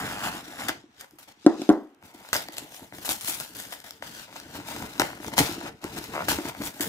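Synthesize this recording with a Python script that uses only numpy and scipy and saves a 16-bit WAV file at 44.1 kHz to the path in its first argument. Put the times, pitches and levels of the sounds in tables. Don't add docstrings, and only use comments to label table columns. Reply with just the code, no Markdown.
import sys
import numpy as np
from scipy import signal
from scipy.fft import rfft, irfft, next_fast_len
from scipy.io import wavfile
from scipy.ndimage import map_coordinates

SR = 44100
rng = np.random.default_rng(int(sys.argv[2]) if len(sys.argv) > 2 else 0)


def log_audio(samples):
    frames = np.atleast_2d(samples).T
    limited = np.clip(frames, -1, 1)
    pcm = np.round(limited * 32767).astype(np.int16)
    wavfile.write(sys.argv[1], SR, pcm)


def gain_from_db(level_db):
    decades = np.asarray(level_db, float) / 20
    return 10 ** decades


N = 303554

CUT_ENDS_S = 0.684


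def rms_one(x):
    return x / np.sqrt(np.mean(x ** 2) + 1e-20)


def between(start, end):
    return (np.arange(N) >= start * SR) & (np.arange(N) < end * SR)


def in_time(rows):
    s, *columns = np.transpose(rows)
    return [np.interp(np.arange(N) / SR, s, column) for column in columns]


def swells(s, db, rise_s, fall_s):
    t = np.arange(0, N + 32, 32) / SR
    since = t - np.c_[s]
    rise = np.c_[np.maximum(rise_s, 0.002)]
    fall = np.c_[np.maximum(fall_s, 0.002)]
    down = np.where(since < 0, -since / rise, since / fall)
    power = np.sum(gain_from_db(np.c_[db] - 20 * np.minimum(down, 8)) ** 2, axis=0)
    return np.interp(np.arange(N) / SR, t, 10 * np.log10(power))


def colour(x, spectrum):
    size = next_fast_len(N)
    hz, db = np.transpose(spectrum)
    bins_hz = np.fft.rfftfreq(size, 1 / SR)
    gain = gain_from_db(np.interp(np.log(bins_hz + 1), np.log(hz), db))
    return rms_one(irfft(rfft(x, size) * gain, size)[..., :N])


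def split(x, hz=8200.0):
    filters = [signal.butter(3, hz, kind, fs=SR, output="sos") for kind in ("low", "high")]
    return [rms_one(signal.sosfilt(sos, x)) for sos in filters]


def band_pass(x, order, low_hz, high_hz):
    return signal.sosfilt(signal.butter(order, [low_hz, high_hz], "band", fs=SR, output="sos"), x)


def decay(x, t60_s):
    return signal.lfilter([1], [1, -gain_from_db(-60 / (t60_s * SR))], x)


def soften(x, hz):
    r = np.exp(-2 * np.pi * hz / SR)
    return signal.lfilter([(1 - r) ** 2], [1, -2 * r, r * r], x)


def flutter(rate):
    r = np.exp(-2 * np.pi * rate / SR)
    noise = rng.standard_normal(N + SR)
    return rms_one(signal.lfilter([1], [1, -2 * r, r * r], noise)[SR:])


def grains(per_s, spread_db):
    sizes = gain_from_db(spread_db * np.minimum(rng.exponential(1, N), 5)) * rng.choice([-1, 1], N)
    return sizes * (rng.random(N) < per_s / SR)


def clicks(seconds, db):
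    out = np.full(N, 1e-18)
    places = np.minimum(np.round(np.asarray(seconds) * SR).astype(int), N - 1)
    np.add.at(out, places, gain_from_db(db))
    return out


# [f/Hz, level/dB per Hz], only its shape counts
HUSH_COLOUR = [(18, -33), (30, 1.5), (273, -6), (540, -3.5), (822, 7.5), (3140, -3), (4190, -15),
               (4530, -27.5), (6380, -17.5), (16000, -37)]


def hush():
    return gain_from_db(-69) * colour(rng.standard_normal((2, N)), HUSH_COLOUR)


ROOM_T60_S, WALL_CUT_HZ = 0.22, 11400


def room(x):
    out = np.zeros((2, N))
    dull = np.exp(-2 * np.pi * WALL_CUT_HZ / SR)
    lags = (rng.uniform(0.009, 0.035, 16) * SR).astype(int)
    for k, lag in enumerate(lags):
        loop, state = x.copy(), [0.]
        gain = gain_from_db(-60 * lag / SR / ROOM_T60_S)
        for i in range(lag, N, lag):
            back, state = signal.lfilter([gain * (1 - dull)], [1, -dull], loop[i - lag:i], zi=state)
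            loop[i:i + lag] += back[:N - i]
        out[k % 2] += (loop - x) * (-1) ** (k // 2)
    return out


def mirrored(pair):
    detour = SR * np.clip(0.0007 + 0.00015 * flutter(1.0), 0.0001, 0.003)
    path = [np.arange(N) - detour]
    echo = [map_coordinates(side, path, order=3, mode="nearest") for side in pair]
    return pair + 0.3 * np.array(echo)


# [f/Hz, level/dB, time to die by 60 dB t/s]
TABLE_MODES = [(194.4, -29, 0.17), (247, -39, 0.47), (298.4, -26.5, 0.29), (312, -7, 0.12),
               (345, -8.5, 0.14), (390, -19.5, 0.12), (437, -23.5, .1), (513, -19, 0.055), (545, -33, 0.18),
               (565, -20.5, 0.2), (678, -22.5, 0.12), (713, -19, 0.16), (810, -27.5, .1), (1022, -26, 0.22),
               (1123, -26, .1), (1280, -24, 0.051), (1377, -19.5, 0.088), (1535, -26, 0.089),
               (1590, -33, 0.12), (2015, -53, .1), (3100, -47, .06), (4011, -41, .06)]


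def table(force):
    out = 0
    for hz, db, t60 in TABLE_MODES:
        r, w = gain_from_db(-60 / (t60 * SR)), 2 * np.pi * hz / SR
        out = out - signal.lfilter([0, gain_from_db(db) * np.sin(w)], [1, -2 * r * np.cos(w), r * r], force)
    return signal.sosfilt(signal.butter(4, 200, "high", fs=SR, output="sos"), out)


# [t/s, level/dB compared with one another]
KNOCK_TIMES = [(0.238, -47), (0.345, -27), (0.479, -30), (0.691, -21.5), (0.754, -35), (0.839, -36),
               (1.134, -40), (1.28, -47), (1.37, -51), (1.447, -25), (1.595, -19.5), (2.145, -34.5),
               (2.491, -31.5), (2.622, -34.5), (2.983, -34.5), (3.089, -23.5), (3.287, -27.5), (4.027, -42),
               (4.339, -43), (4.461, -41), (4.587, -26), (4.69, -32), (4.931, -50.5), (4.996, -11.5),
               (5.2, -29), (5.28, -27.5), (5.332, -36), (5.382, -30), (5.492, -19), (5.579, -20.5),
               (5.651, -29), (5.845, -24.5), (6.01, -30), (6.137, -23), (6.283, -19), (6.385, -15.5),
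               (6.41, -27), (6.45, -19.5), (6.572, -34), (6.615, -27), (6.744, -34.5), (6.803, -16.5)]


def knocks():
    s, db = np.transpose(KNOCK_TIMES)
    return table(soften(clicks(s, db - 3.0), 433))


# [t/s, blow level/dB, hardness as low-pass f/Hz, tick level/dB, free ring t/s]
HANDLE_LANDINGS = [(1.464, 1, 1110, -25, 0.016), (1.617, -21, 1800, -32, 0.0083),
                   (1.691, -2.5, 970, -28, 0.028), (1.701, -7, 2240, -37, .011)]
# [f/Hz, level/dB per Hz], only its shape counts
FRAME_COLOUR = [(140, -32), (220, -6), (320, 3), (480, -11.5), (750, -12.5), (1400, -24), (2000, -28),
                (3000, -76)]


def knife_laid_down():
    out, t = 0, np.arange(N) / SR
    for s, db, hardness_hz, tick_db, free_s in HANDLE_LANDINGS:
        settled = np.clip((t - s - free_s) / 0.00201, 0, 1)
        out = out + gain_from_db(-11 * settled) * table(soften(clicks([s], db), hardness_hz))
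    s, db, hardness_hz, tick_db, free_s = np.transpose(HANDLE_LANDINGS)
    dying = decay(soften(clicks(s, db - 24.5), 51), 0.28)
    dying += decay(clicks(s, db - 40.5), 0.6)
    shudder = dying * colour(rng.standard_normal(N), FRAME_COLOUR)
    tick = decay(clicks(s, tick_db + 5), 0.02) * rng.standard_normal(N)
    return out + shudder + band_pass(tick, 2, 1000, 7000)


# [f/Hz, level/dB per Hz], only its shape counts
RUMBLE_COLOUR = [(15, -34), (25, -18.5), (91, -2.5), (242, -3.5), (335, 3), (394, -10.5), (447, -1),
                 (500, -13.5), (650, -42), (1100, -120)]


def rumble(db):
    lumps = rng.standard_normal(N) * gain_from_db(4.1 * flutter(14))
    return gain_from_db(db) * rms_one(colour(lumps, RUMBLE_COLOUR) + 0.41 * rms_one(table(lumps)))


# [f/Hz, width f/Hz, level/dB]
BOARD_PEAKS = [(268, 50, -18), (580, 162, -2), (750, 209, -0.5), (928, 124, -0.5), (1352, 384, -2.5),
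               (1442, 303, 0), (2053, 370, -8.5), (3120, 280, -15.5)]


def board(force, peaks=BOARD_PEAKS):
    out = 0
    for k, (hz, width_hz, db) in enumerate(peaks):
        r = np.exp(-np.pi * width_hz / SR)
        poles = [1, -2 * r * np.cos(2 * np.pi * hz / SR), r * r]
        ring = signal.lfilter([1, 0, -1], poles, force) * (1 - r * r) / 2
        out = out + (-1) ** k * gain_from_db(db) * ring
    return out


# [peak t/s, level/dB, rise t/s per 20 dB, fall t/s per 20 dB]
SQUEAK_SWELLS = [(2.5, -54, .04, .25), (2.594, -52, .1, .08)]


def squeak():
    peak = [(1890, 260, 0)]   # f/Hz, width f/Hz, level/dB
    tone = board(board(rng.standard_normal(N), peak), peak)
    return gain_from_db(swells(*np.transpose(SQUEAK_SWELLS))) * rms_one(tone)


RATCHET_START_S, RATCHET_STEP_S, RATCHET_FLUTES = 6.1385, 0.0135, 7


def ratchet():
    chance = rng.standard_normal((RATCHET_FLUTES, 2))
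    s = RATCHET_START_S + RATCHET_STEP_S * (np.arange(RATCHET_FLUTES) + 0.08 * chance[:, 0])
    uneven_db = 2 * chance[:, 1]
    pop = band_pass(clicks(s, uneven_db + 1), 3, 450, 1700)
    return pop + board(soften(clicks(s, uneven_db + 10), 960))


# [t/s, crack level/dB, board ring level/dB before a common boost]
SNAP_TIMES = [(0.5891, -31, -37), (0.6847, -41, -24), (0.6925, -32, -22.5), (0.7004, -26, -30),
              (1.0104, -24.5, -62), (1.1098, -47, -65), (1.1857, -41, -49), (1.277, -52, -63),
              (2.0255, -46, -46.5), (2.0363, -42, -57), (2.0497, -52, -60), (2.144, -49, -54),
              (2.2486, -62, -42.5), (2.2885, -30, -41), (2.3307, -7, -29), (2.3434, -13, -35),
              (2.3505, -15, -27), (2.3654, -10, -38), (2.4858, -27, -34.5), (2.5331, -30, -57),
              (2.5691, -24, -53), (2.5828, -16.5, -42), (2.745, -31, -46.5), (2.7945, -48, -44),
              (2.9238, -48, -38), (2.9844, -38, -39.5), (3.0485, -27, -36), (3.0784, -39, -32),
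              (3.0915, -13.5, -28), (3.1124, -25, -31), (3.2101, -28, -61), (3.247, -23, -44),
              (3.2808, -24, -37), (3.2954, -16, -43), (3.4009, -18, -47), (3.5578, -35, -44),
              (3.6, -27, -45.5), (3.6526, -31, -45), (3.7234, -45, -36), (3.7374, -28, -43.5),
              (3.8022, -31, -54), (3.8417, -42, -49), (3.8736, -39, -59), (3.908, -24.5, -49.5),
              (4.0241, -28.5, -29), (4.3635, -28.5, -40.5), (4.4, -24.5, -49.5), (4.5544, -35.5, -42),
              (4.6004, -41, -38.5), (4.7634, -26, -34), (4.824, -27, -30.5), (4.9534, -49, -42),
              (4.98, -29, -46.5), (4.997, -5, -17), (5.0048, -37, -26), (5.018, -14.5, -16),
              (5.1306, -42, -36.5), (5.2016, -41, -40.5), (5.23, -49, -38), (5.245, -38, -33),
              (5.2654, -31, -52), (5.2814, -24, -33), (5.3366, -37, -30), (5.369, -25, -34),
              (5.3799, -6, -15), (5.3887, -6, -43), (5.4004, -24, -32), (5.4144, -21, -24.5),
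              (5.5128, -25, -33.5), (5.6113, -33, -33.5), (5.6795, -42, -33.5), (5.8414, -20, -32.5),
              (6.0411, -22, -50), (6.2838, -15, -20), (6.2964, -26, -31), (6.315, -17, -25.5),
              (6.3858, -35, -29.5), (6.4542, -31, -33), (6.5745, -49, -44), (6.6208, -26, -48),
              (6.6368, -24, -56), (6.7972, -30, -35), (6.8081, -12.5, -57.5), (6.8422, -29, -40)]


def snaps(fibre_db, crisp_db, board_db):
    s, peak_db, ring_db = np.transpose(SNAP_TIMES)
    small = np.abs(grains(25, spread_db=3.0)) * ~between(0, CUT_ENDS_S)
    cracks = clicks(s, peak_db) + small * gain_from_db(fibre_db + 13.5)
    jolts = clicks(s, ring_db) + small * gain_from_db(board_db)
    low, high = split(colour(rng.standard_normal(N), FIBRE_COLOUR))
    out = band_pass(cracks, 2, 1200, 8000) + gain_from_db(38.5) * board(jolts)
    low_kick = gain_from_db(-7.5) * cracks
    high_kick = gain_from_db(-9.5 + crisp_db) * cracks
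    for band, kick in ((low, low_kick), (high, high_kick)):
        crack = decay(kick, 0.0071)
        fizz = 0.2 * decay(kick, 0.0034)
        out = out + band * (crack + fizz)
    return out


FLUTES_PER_S = 95
# [f/Hz, width f/Hz, level/dB]
BLADE_PEAKS = [(230, 120, -4), (495, 290, -6.5), (753, 200, 3.5), (1150, 240, 0.5), (1380, 450, -1.5),
               (2800, 590, -8.5), (7000, 250, -15), (11000, 420, -10)]


def creak(db):
    slips = grains(700 * gain_from_db(3.0 * flutter(17)), spread_db=2.5) + 0.26 * rng.standard_normal(N)
    slips = slips * gain_from_db(2.0 * flutter(36))
    crossed = np.cumsum(FLUTES_PER_S * gain_from_db(1.0 * flutter(8)) / SR) % 1
    bite = 0.6 + 1.5 * np.exp(-crossed / 0.25)
    rasp = board((0.5 * slips + rng.standard_normal(N)) * bite, BLADE_PEAKS)
    by_hand = board(slips)
    return gain_from_db(db) * np.where(between(0, CUT_ENDS_S), rms_one(rasp), rms_one(by_hand))


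def pops():
    force = grains(900 * gain_from_db(4.0 * flutter(20)), spread_db=3.5)
    pitches, dealt = np.geomspace(1000, 13000, 16), rng.integers(0, 16, N)
    rings = [board(force * (dealt == k) + 1e-18, [(hz, 0.54 * hz, 0)]) for k, hz in enumerate(pitches)]
    return rms_one(sum(rings))


# [f/Hz, level/dB per Hz], only its shape counts
FIBRE_COLOUR = [(700, -17), (1500, 3.5), (2000, -0.5), (2800, 2.5), (3500, 4), (5700, 0.5), (8500, -4.5),
                (12000, -8.5), (17000, -6.5)]


def fibres(db, top_db):
    clump = gain_from_db(1.47 * flutter(35) + 2.0 * flutter(250))
    hiss = rng.standard_normal((3, N)) + 0.5 * grains(900, spread_db=3.5)
    rip = colour(clump * hiss, FIBRE_COLOUR)
    rip[0] += 0.8 * pops()
    low, high = split(rip)
    return gain_from_db(db) * low + gain_from_db(top_db) * high


BLADE_HISS_DB, BLADE_HISS_FOLLOWS = -53.5, 0.71
RUMBLE_FOLLOWS = 0.76
ROCKING_HZ = 36
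# [t/s, pressure as rasp level/dB]
CUT_PRESSURE = [(0.0, -34.5), (0.114, -37), (0.21, -39), (0.24, -31), (0.28, -30), (0.305, -42.5),
                (0.352, -38), (0.4, -43), (0.43, -54.5), (0.5, -46.5), (0.58, -44.5), (0.61, -35),
                (0.68, -44.5)]
# [peak t/s, fibre level/dB, creak level/dB, rise t/s per 20 dB, fall t/s per 20 dB]
TUG_SWELLS = [(.686, -35.5, -28.5, 0.5, 0.03), (.72, -55.5, -51.5, 2, 0.12), (.97, -76, -70, .1, -3),
              (1.014, -56, -68, 0.06, 0.01), (1.018, -62.5, -58, 0.02, 0.08), (1.048, -67, -51, 0.07, -0.1),
              (1.108, -81, -80, 1.3, 0.5), (1.188, -61, -53, -0.1, 0.06), (1.23, -61.5, -59, 0.02, 0.04),
              (1.284, -61.5, -52, .016, 0.06), (1.325, -62.5, -56, .04, -0.22),
              (1.431, -71, -43, -0.06, -0.1), (1.474, -57, -74, 0.08, 0.14), (1.61, -58, -70.5, 0.21, 0.22),
              (1.73, -59.5, -69, 0.38, 0.02), (1.948, -66, -72.5, -0.05, 0), (2.055, -65, -53.5, .05, 0.2),
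              (2.14, -68, -54.5, -0.45, 0.2), (2.255, -63, -54.5, 0.14, 0.1), (2.29, -62, -70, 0.05, 0.4),
              (2.333, -38, -29, -0.0018, 0.08), (2.364, -46, -39, 0.03, 0.11),
              (2.521, -57.5, -50, -0.15, 0.4), (2.59, -51, -48, 0.05, 0.06), (2.742, -57, -67, 0.06, 0.18),
              (2.839, -66.5, -53.5, 0.16, .08), (2.933, -61, -55, -1, 1.3), (3.02, -60, -51.5, -0.28, 0.2),
              (3.052, -45, -42, -0.12, 0.14), (3.096, -38, -38.5, 0.0024, 0.08),
              (3.21, -53, -55, -0.03, 0.54), (3.285, -43.5, -43.5, 0.06, 0.1753),
              (3.406, -47, -42, -0.07, 0.05), (3.55, -54.5, -53, -0.1, 0.36),
              (3.588, -52.5, -50, -0.01, 0.11), (3.734, -53, -49, 0.09, 0.08), (3.841, -56.5, -51, 0, .16),
              (4.028, -57, -47.5, -0.14, 0.18), (4.064, -58, -60, -0.15, 0.35),
              (4.198, -52, -51, 0.15, 0.08), (4.373, -57.5, -49.5, 0.2, 0.2),
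              (4.566, -50.5, -45, 0.11, 0.07), (4.687, -50.5, -43.5, .065, 0.45),
              (4.874, -58.5, -43, 0.54, -0.66), (4.955, -75.5, -56.5, -0.3, 0.4),
              (4.999, -36.5, -19, -0.03, 0.0245), (5.05, -52.5, -39, 0.15, .17),
              (5.275, -53, -47.5, 0.12, 0.06), (5.339, -50, -40, 0.04, 0.03),
              (5.369, -42, -32, -0.0039, 0.02), (5.391, -28, -22, 0.0213, 0.0326),
              (5.431, -39.5, -35.5, 0.05, 0.1935), (5.515, -57, -39, 0.02, 0.03),
              (5.685, -52.5, -39.5, 0.17, 0.03), (5.815, -63.5, -58, -0.5, 4), (5.838, -58, -44, 0.03, 0.4),
              (5.987, -44.5, -37, 0.05, 0.01), (6.051, -54.5, -49, 0.17, 0.1),
              (6.139, -53.5, -40, 0.05, 0.16), (6.215, -61, -39, 0.12, .05),
              (6.256, -55, -43.5, 0.21, -0.28), (6.286, -33.5, -27.5, .003, 0.1),
              (6.32, -35, -31, .05, -0.0048), (6.492, -47.5, -38.5, 0.14, 0.03),
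              (6.59, -70, -50.5, 0.74, -1.3), (6.622, -57, -34.5, 0.04, -0.1),
              (6.67, -44.5, -39.5, 0.09, 0.06), (6.74, -61, -58, -0.1, 0.5),
              (6.808, -43, -36.5, -0.03, 0.1), (6.845, -49.5, -44, -0.02, -0.2),
              (6.88, -52, -45.5, 0.18, -1)]
# [t/s, crispness as treble lift level/dB, weight on the table as rumble level/dB]
HAND_WORK = [(0, -2.5, -3.5), (.65, -2.5, -9.5), (.85, -11.5, 1), (1.15, 10, -17), (1.5, -16.5, -22),
             (1.85, 3, -3), (2.1, 4, -6.5), (2.4, 0, -7.5), (2.75, 4, -2.5), (3.3, 5.5, -3), (3.9, 2, -7.5),
             (4.3, -2.5, -2.5), (4.9, 0.5, 0), (5.2, 1.5, 0), (5.6, -5, 0.5), (5.9, -0.5, 1.5),
             (6.3, -2, -1), (6.88, 6, -2.5)]
# [peak t/s, rumble level/dB, rise and fall t/s per 20 dB]
SHOVE_SWELLS = [(.114, -42, -0.03), (.75, -47, -0.23), (0.861, -53, -0.2), (1.178, -55, -0.06),
                (1.39, -69, 5), (2.22, -54, 0.13), (2.42, -54, .05), (2.68, -57, -0.3), (2.83, -45.5, .05),
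                (2.94, -48.5, .05), (3.4, -47, -0.4), (3.57, -55, .05), (3.74, -58, 0.4),
                (4.171, -36.5, -0.25), (4.302, -40, -0.11), (4.56, -45, 0.12), (5.29, -45, -0.16),
                (4.76, -46, 0.24), (5.002, -37.5, 0.12), (5.39, -30.5, 0.1158), (5.52, -33.5, 0.01),
                (5.61, -38.5, .06), (5.78, -60.5, -2.9), (5.849, -21.5, -0.03), (6.15, -36, 0.08),
                (6.22, -39, .06), (6.312, -30, 0.11)]


def effort():
    s, fibre_db, board_db, rise_s, fall_s = np.transpose(TUG_SWELLS)
    rasp_db, = in_time(CUT_PRESSURE)
    crisp_db, weight_db = in_time(HAND_WORK)
    cutting = between(0, CUT_ENDS_S)
    blade_hiss_db = BLADE_HISS_DB + BLADE_HISS_FOLLOWS * (rasp_db + 40)
    fibre_db = np.where(cutting, blade_hiss_db, swells(s, fibre_db, rise_s, fall_s))
    board_db = np.where(cutting, rasp_db, swells(s, board_db, rise_s, fall_s))
    rocking_db = 20 * np.log10(soften(gain_from_db(board_db), ROCKING_HZ) + 1e-9)
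    dragged = gain_from_db(RUMBLE_FOLLOWS * (rocking_db + 50) - 50 + weight_db)
    s, shove_db, length_s = np.transpose(SHOVE_SWELLS)
    shoved = gain_from_db(swells(s, shove_db, length_s, length_s))
    table_db = 20 * np.log10(np.hypot(dragged, shoved))
    return fibre_db, crisp_db, board_db, table_db


TREBLE_GROWS = 0.17
REST_START_S, REST_END_S = 1.43, 1.97
# [t/s, left minus right level/dB, samples by which left leads]
PARCEL_PLACE = [(0.0, 0.5, 6.1), (1.34, 3, 7.1), (2.4, 1.5, 6.7), (3.2, 3.5, 7.6), (3.8, 3.5, 6.9),
                (4.7, 3.5, 6.35), (5.3, 4, 7.8), (6.88, 2.5, 6.3)]


def scene():
    fibre_db, crisp_db, board_db, table_db = effort()
    moving = ~between(REST_START_S, REST_END_S)
    pan_db, lead = in_time(PARCEL_PLACE)
    top_db = fibre_db + crisp_db + TREBLE_GROWS * (fibre_db + 53)
    near, *far = fibres(fibre_db, top_db)
    parcel = near + moving * creak(board_db) + snaps(fibre_db, crisp_db, board_db) + ratchet() + squeak()
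    drag = moving * rumble(table_db)
    late = map_coordinates(parcel, [np.arange(N) - lead], order=3, mode="nearest")
    pair = np.array([parcel, late]) + 2.476 * np.array(far)
    blows = knocks() + knife_laid_down()
    right_boom = np.roll(blows, shift=4) + np.roll(drag, shift=6)
    boom = np.array([blows + drag, right_boom]) * gain_from_db(np.array([[0.5], [-0.5]]))
    background = hush()
    direct = mirrored(pair) * gain_from_db(-1.5) * gain_from_db([pan_db / 2, -pan_db / 2])
    answer = gain_from_db(-15.5) * room(parcel) + gain_from_db(-23.5) * room(drag + blows)
    return direct + boom + answer + background


def band_limit(x):
    return signal.sosfilt(signal.butter(12, 16800, fs=SR, output="sos"), x)


def record(dry):
    rounded = 1.511 * np.tanh(dry / 1.117)
    low_pass = signal.cheby2(12, 40, 16000, fs=SR, output="sos")
    mix = signal.sosfilt(low_pass, rounded)
    return band_limit(mix)


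dry = scene()
out = record(dry)
log_audio(out)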